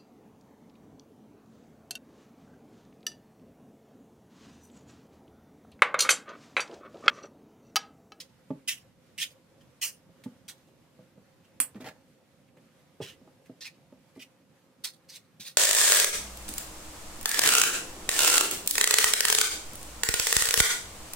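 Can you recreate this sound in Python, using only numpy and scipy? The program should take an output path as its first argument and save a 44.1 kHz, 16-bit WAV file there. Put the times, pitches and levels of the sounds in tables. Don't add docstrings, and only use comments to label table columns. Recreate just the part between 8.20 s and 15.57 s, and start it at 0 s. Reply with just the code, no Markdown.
import sys
import numpy as np
from scipy import signal
from scipy.fft import rfft, irfft
from scipy.io import wavfile
from scipy.ndimage import uniform_filter1d

SR = 44100
rng = np.random.default_rng(int(sys.argv[2]) if len(sys.argv) > 2 else 0)


def invert_db(x):
    u = np.asarray(x, float) / 20
    return 10 ** u


def output_pcm(signal):
    pcm = np.clip(np.atleast_2d(signal).T, -1, 1) * 32767
    wavfile.write(sys.argv[1], SR, np.round(pcm).astype(np.int16))


N = 325017

# pitch_hz, level_db, t60_s
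BOARD_MODES = [(135, -15.5, .12), (180, -16.5, 0.19), (325.2, -15, 0.091), (398, -12.5, 0.077),
               (504, -10, 0.092), (618, -8.5, 0.046), (843, -13.5, .06), (1211, -13.5, 0.029)]


def evened(x):
    return x / np.sqrt(np.mean(x ** 2) + 1e-20)


def read(points, hz):
    f, value = np.transpose(points)
    return np.interp(np.log(hz + 1), np.log(f + 1), value)


def add(mix, s, sound):
    part = mix[..., round(s * SR):][..., :sound.shape[-1]]
    part += sound[..., :part.shape[-1]]


def band(x, lo_hz, hi_hz):
    return signal.sosfilt(signal.butter(2, [lo_hz, hi_hz], "band", fs=SR, output="sos"), x)


def resonate(x, hz, width_hz):
    turn = np.exp(2j * np.pi * np.cumsum(hz) / SR)
    r = np.exp(-np.pi * width_hz / SR)
    return 2 * (turn * signal.lfilter([1 - r], [1, -r], x / turn + 1e-18)).real


def ring(hz, db, t60, phase, size=6000):
    t = np.arange(size)[:, None] / SR
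    return (invert_db(db - 60 * t / t60) * np.sin(2 * np.pi * hz * t + phase)).sum(1)


def grit(size, per_s, spread_db):
    when, sign, how = rng.random((8000, 3)).T
    size_db = -spread_db * np.log(how + 0.012)
    clicks = (when < per_s / SR) * np.sign(sign - .5) * invert_db(size_db)
    return evened(clicks)[:size]


def hum():
    # freq_hz, level_db (per Hz)
    colour = [(25, -30), (45, -31), (65, -13.5), (100, -2.5), (130, -6.5), (250, -2.5), (400, -9),
              (650, -12), (1000, -16), (2000, -19), (5000, -25), (12000, -30), (15000, -33.5), (16000, -50)]
    # time_s, level_db
    traffic = [(0.0, 1), (0.8, -0.5), (1.5, 4), (2.05, -1.5), (3.2, 1), (3.5, 0.5), (4.2, -3.5),
               (4.5, -7.5), (4.9, 4.5), (5.25, -3.5), (6.0, -6.5), (7.37, -6.5)]
    # pitch_hz, width_hz, level_db
    drone = [(529, 21, -75.5), (153, 36, -75.5), (260, 19, -80)]
    # freq_hz, likeness (0-1)
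    likeness = [(60, 0.59), (240, 0.88), (950, 0.59), (3770, 0.11), (15000, 0.016)]
    # freq_hz, left_minus_right_db
    balance = [(60, -2.5), (380, -2.0), (2380, -1.1), (15000, -1.5)]
    frames, hz = N // 1024 + 5, np.fft.rfftfreq(4096, 1 / SR)
    a, b, c, d, patches = rng.standard_normal((frames, 2049, 5)).T
    treble_swell = evened(uniform_filter1d(rng.standard_normal(frames), 5))
    patches = evened(uniform_filter1d(uniform_filter1d(patches, 30, 0), 3, 1))
    s, db = np.transpose(traffic)
    traffic_db = np.interp(np.arange(frames) * 1024 / SR, s, db)

    shape = invert_db(read(colour, hz))
    shape = shape / np.linalg.norm(shape) * invert_db(-62)
    tones = sum(invert_db(level) ** 2 / (1 + ((hz - f) / w) ** 4) for f, w, level in drone)
    shape = np.sqrt(shape ** 2 + tones)

    same = np.clip(read(likeness, hz), -1, 1)[:, None]
    left = a + 1j * b
    z = np.array([left, same * left + np.sqrt(1 - same ** 2) * (c + 1j * d)])
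    z *= invert_db(np.outer([.5, -.5], read(balance, hz)))[:, :, None]

    share = np.clip(np.log2(hz / 700 + 1e-9), 0, 1)[:, None]
    level_db = (1 - share) * (0.22 + .25 * traffic_db) + share * 1.2 * treble_swell
    level_db = np.where(hz[:, None] < 110, 0.5 + traffic_db, level_db)
    z *= shape[:, None] * invert_db(level_db + (1.93 - share) * patches)
    return signal.istft(z, nperseg=4096, noverlap=3072)[1][:, :N]


def effort(rise, length):
    t = np.arange(0, length, 1 / SR)
    before = np.clip(1 - t / rise, 0, 1)
    after = np.clip((t - rise) / max(length - rise, .003), 0, 1)
    return t / length, -11.5 * before ** 1.61 - 22.5 * after ** 1.35


def pan_body(colour, lag_us, longer, size=130):
    # freq_hz, t60_s
    pan_t60 = [(1000, 0.11), (4000, 0.037), (15000, .04)]
    hz, t = np.fft.rfftfreq(128, 1 / SR), np.arange(size) * 32 / SR
    a, b, c, d = rng.standard_normal((len(t), len(hz), 4)).T
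    same = np.clip(1.0 - hz / 16000, .3, 1)[:, None]
    right = a + 1j * b
    lag = np.exp(-2j * np.pi * hz * lag_us * 1e-6)[:, None]
    left = same * right * lag + np.sqrt(1 - same ** 2) * (c + 1j * d)
    fade_db = -60 * t / (longer * read(pan_t60, hz))[:, None]
    burst = signal.istft(np.array([left, right]) * invert_db(fade_db), nperseg=128, noverlap=96)[1]
    body = rfft(np.pad(burst, ((0, 0), (64, 0))))
    crowd = np.sqrt(uniform_filter1d(abs(body) ** 2, size=size // 4, axis=1))
    colour_db = read(colour, np.linspace(0, SR / 2, body.shape[1])) + [[-2.5], [0]]
    body = irfft(body / crowd * invert_db(colour_db))[:, 56:6500]
    return body / np.linalg.norm(body[1])


def dragged(drive, colour, lag_us, count=3):
    along = np.linspace(0, count - 1, len(drive))
    out = 0
    for k in range(count):
        part = drive * np.cos(np.pi / 2 * np.clip(along - k, -1, 1))
        out = out + signal.fftconvolve(part[None], pan_body(colour, lag_us, 0.7), axes=1)
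    return out


def stroke(s, rise, length, press_db, bowl_hz):
    # time_s,
    # left_lag_us, brightness_db, depth_db, echo_hz
    places = [(0, -19, -7, -22, 4300), (0.475, 45, -2.5, -23, 4350), (0.98, 23, -5, -30, 4350),
              (1.4, 3, -8, -7, 4200), (1.615, 8, 1, -14, 3600), (2.03, -29, -3, -7, 6000),
              (2.28, 0.5, -3, -12, 4400), (3.24, 45, -6, -11, 4400), (4.3, -5, -5, 0.5, 4000),
              (4.81, -8, -9, -9.5, 4500), (5.26, -27, -5, -3.5, 3000), (5.405, -30, -12, -15, 3050),
              (5.99, 34, -6, -30, 6500), (6.64, -16, -4, -16, 2900), (6.89, 11, -5.5, -17, 3100),
              (7.2, -50, -4, -15, 3100)]
    # freq_hz, level_db (per Hz)
    scrape = [(410, -53), (700, -28.5), (1500, -19), (1850, -7.5), (2880, -3.5), (3640, -8), (4260, -4.5),
              (6150, -5), (6920, -10), (9600, -9), (10800, -17.5), (12600, -13), (16000, -20)]
    _, lag_us, bright_db, deep_db, echo_hz = min(places, key=lambda place: abs(place[0] - s))
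    along, db = effort(rise, length)
    drive = grit(len(db), 6000, 4.9) * invert_db(press_db + db) * signal.windows.tukey(len(db), .04)
    low, high = band(drive, 426, 1890), band(drive, 4560, 20000)
    bowl = invert_db(5.5) * resonate(drive, np.full(len(db), bowl_hz), 860)
    deep = invert_db(deep_db + 21.5 + 3 * (along - .5))
    bright = invert_db(bright_db + 9 + 3 * (along - .5))
    drive = 0.85 * drive + 1.216 * bowl + low * (deep - 1) + high * (bright - 1)
    drive = drive - 0.55 * resonate(drive, np.full(len(db), echo_hz), 450)
    return s, dragged(drive, scrape, lag_us)


def knock(s, db, hz, t60, hard_db):
    f, level_db, decay = np.transpose(BOARD_MODES)
    chance = rng.random((len(f), 3)).T
    level_db = level_db + (hard_db + 9.5) * (f > 380) + 6.0 * (chance[0] - .5)
    board = ring(f * (.95 + 0.088 * chance[1]), level_db, decay, np.pi * (chance[2] > .5))
    main = ring(np.array([hz]), 0, max(t60, .02), 0)
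    crowd = band(rng.standard_normal(6000) * invert_db(-60 * np.arange(6000) / SR / .11), 160, 700)
    blow = invert_db(-25.5) * grit(900, 400, 3.0) * np.exp(-np.arange(900) / 400)
    blow[0] = 1
    contact_s = 0.00092 * max(1.4 - 0.2 * (hard_db + 11), .2)
    u = np.arange(400) / SR / contact_s
    push = u * np.exp(-8 * u)
    out = signal.fftconvolve(main + board + invert_db(-10.0) * crowd, np.convolve(blow, push / push.sum()))
    clack = band(rng.standard_normal(1500) * np.exp(-np.arange(1500) / 250), 520, 2200)
    add(out, 0, invert_db(hard_db - 7.0) * clack)
    return s + .0015, -invert_db(db + 0.28) * out / abs(out).max()


def tick(s, db, hz):
    puff = rng.standard_normal(600) * np.exp(-np.arange(600) / 110)
    return s, invert_db(db - 0.5) * band(puff, .5 * hz, 2.0 * hz)


def tap():
    # pitch_hz, level_db, t60_s
    rim_modes = [(1350, -20.5, 0.2), (2126, -33.5, 0.73), (2980, -21.5, 0.16), (3300, -17, 0.13),
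                 (4100, -25, 0.2), (5150, -28.5, 5.0), (7760, 1, 0.12), (8242, -14.5, 0.32),
                 (9140, -2.5, 0.17), (10040, -3.5, 0.17), (10440, -14.5, 0.084), (12470, -10, 0.09),
                 (14370, -9, 0.12), (15120, -22.5, 0.17)]
    # freq_hz, level_db (per Hz)
    wash = [(290, -42), (500, -16), (831, -19), (1320, -16.5), (3340, -12.5), (3810, -30), (4150, -11.5),
            (6330, -12.5), (9090, 8), (11100, -17), (12100, -7.5), (14700, -1), (16000, -30.5)]
    hz, db, t60 = np.transpose(rim_modes + rim_modes)
    twin = np.arange(len(hz)) >= len(rim_modes)
    hz = hz * (1 + 0.0074 * rng.standard_normal(len(hz)) * twin)
    turn = 2 * np.pi * rng.random(len(hz))
    t60 = np.clip(t60, .05, .14)
    rim = np.array([ring(hz, db - 29.5 - lean_db, t60, turn + skew * hz, size=14000)
                    for lean_db, skew in ((7.5, 0.00079), (-1.5, 0.0013))])
    add(rim, 0, invert_db(6.5) * pan_body(wash, 45, 2.5, size=260))
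    blow = rng.standard_normal(400) * np.exp(-np.arange(400) / 30)
    crack = invert_db(-2) * band(blow, 8200, 12000)[None] * [[.7], [-1]]
    thud = invert_db(2.5) * band(band(np.arange(400) == 8, 900, 3200), 800, 3300)
    add(rim, 0, crack + thud)
    return 3.4015, rim


def slide(s, rise, length, shake_db, rasp_db):
    # freq_hz, level_db (per Hz)
    blades = [(290, -43), (500, -6), (545, -5), (843, -1), (974, -18), (1160, -14.5), (2430, -9),
              (2730, -12), (12700, -27.5), (16000, -30)]
    db = shake_db + effort(rise, length)[1]
    f, level_db, decay = np.transpose(BOARD_MODES)
    board = ring(f, level_db + 2.8 * np.log2(f / 300), 0.22 * decay, 0)
    slips = grit(len(db), 2000, 4.9) * invert_db(db - 5.0)
    shake = signal.fftconvolve(slips, board / np.linalg.norm(board))
    rasp = grit(len(db), 2500, 4.9) * invert_db(db + rasp_db)
    hinge = invert_db(4.5) * resonate(rasp, np.full(len(db), 1750.), 410)
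    rasp = rasp + hinge + band(rasp, 3400, 20000) * (invert_db(3.5) - 1)
    out = dragged(rasp, blades, 59)
    add(out, 0, shake[None])
    return s, out


def room(x):
    # freq_hz, t60_s
    room_t60 = [(300, 0.22), (2000, 0.135), (12000, 0.14)]
    taps = np.zeros((2, SR // 2))
    at = np.arange(200, SR // 2 - 20, 20)
    at = at + rng.integers(0, 20, (2, len(at)))
    np.put_along_axis(taps, at, rng.choice([-1., 1.], at.shape), 1)
    hz, t, z = signal.stft(taps, SR, nperseg=256)
    tail = signal.istft(z * invert_db(-60 * t / read(room_t60, hz)[:, None]), SR, nperseg=256)[1]
    return signal.fftconvolve(x, tail / np.linalg.norm(tail[0]), axes=1)[:, :N]


def scene():
    # start_s, rise_s, length_s, peak_pressure_db, spoon_hz
    strokes = [(0.0, 0.00092, .03, -42, 4600), (0.474, .013, .035, -28, 3000), (0.49, .02, .07, -37, 3130),
               (0.977, .002, .05, -38.5, 2800), (0.985, .04, .07, -31.5, 3220),
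               (1.611, .016, .095, -32, 2800), (2.034, .005, .02, -51, 3500),
               (2.279, .007, .045, -42, 3730), (4.809, .022, 0.082, -43.5, 2940),
               (4.86, 0.023, 0.094, -49, 2820), (5.405, .004, .075, -43, 4100),
               (5.444, .021, .042, -39.5, 2400), (5.992, .03, .052, -48, 2680),
               (6.637, .009, 0.027, -30.5, 4100), (6.655, 0.0076, 0.055, -42, 4050),
               (6.884, 0.015, 0.073, -50, 4400), (6.915, .05, .068, -47.5, 3700),
               (7.196, .003, .085, -45.5, 3570), (7.24, .037, .085, -43.5, 3850)]
    # start_s, rise_s, length_s, peak_pressure_db, spoon_hz
    brushes = [
        (1.4, .016, .035, -66, 2820),
        (2.469, .01, 0.036, -71, 3340),
        (3.233, 0.017, .04, -67.5, 2970),
        (4.275, .004, .025, -71, 1700),
        (4.365, .004, .03, -69, 2950),
        (5.253, .008, .028, -63.5, 2560),
        (5.951, .002, .06, -63, 2100),
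    ]
    # time_s, blow_db, main_pitch_hz, t60_s, hardness_db
    knocks = [(0.303, -24, 262, 0.08, -10.5), (1.89, -53, 286, 0.051, -8.5), (2.058, -28, 245, 0.075, -13),
              (2.486, -53.5, 151, 0.055, -4), (2.788, -42.5, 173, 0.034, -10.5),
              (2.975, -43.5, 176, 0.085, -10), (3.4, -37, 248, 0.056, -12), (3.552, -36.5, 242, 0.1, -23),
              (3.601, -39, 261, 0.12, -12), (4.367, -52, 155, 0.058, -6), (4.801, -28, 446, 0.05, -10),
              (4.811, -33, 117, 0.065, -5), (5.013, -47.5, 247, 0.093, -11), (5.039, -55, 190, 0.043, -9),
              (5.074, -46, 472, 0.084, -4), (5.294, -35, 255, 0.054, -14), (5.7225, -40, 257.6, 0.07, -8),
              (5.96, -41.5, 228, 0.088, -11.5), (5.975, -41, 257, 0.11, -13.5),
              (6.846, -56, 170, 0.06, -14), (7.195, -43, 233, 0.061, -21)]
    # time_s, level_db, pitch_hz
    ticks = [
        (2.0384, -42.5, 1930),
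        (3.3438, -78, 1580),
        (3.5468, -47, 1730),
        (3.5585, -47, 1750),
        (3.603, -44, 1600),
        (3.6481, -33, 1580),
        (3.664, -35, 2470),
        (3.8094, -65.5, 4600),
        (4.8643, -38, 3100),
        (5.7247, -56, 1900),
    ]
    # start_s, rise_s, length_s, shake_db, rasp_db
    pulls = [
        (3.543, 0.015, 0.067, -47, -15),
        (3.599, .01, .07, -46, -4),
        (3.64, .006, 0.032, -40.5, -5.5),
        (3.651, 0.018, .068, -39, -3.5),
    ]
    metal, wood = np.zeros((2, N)), np.zeros(N)
    floor = hum()
    for row in strokes + brushes:
        add(metal, *stroke(*row))
    for row in knocks:
        add(wood, *knock(*row))
    for row in ticks:
        add(wood, *tick(*row))
    add(metal, *tap())
    for row in pulls:
        add(metal, *slide(*row))
    near = metal + wood * invert_db([[-1.0], [.8]])
    near = signal.sosfilt(signal.butter(4, 115, "high", fs=SR, output="sos"), near)
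    tail = room(near)
    bass = signal.sosfiltfilt(signal.butter(2, 600, fs=SR, output="sos"), tail[0] - tail[1])
    tail = tail - np.outer([.5, -.5], bass)
    return near + invert_db(-8) * tail + floor


def low_pass(x):
    return signal.sosfilt(signal.butter(12, 16580, fs=SR, output="sos"), x)


def record(dry):
    edge = signal.firwin(255, 16000, window=("kaiser", 8), fs=SR)
    mix = signal.oaconvolve(dry, edge[None], "same")
    return low_pass(mix)


dry = scene()
out = record(dry)
output_pcm(out)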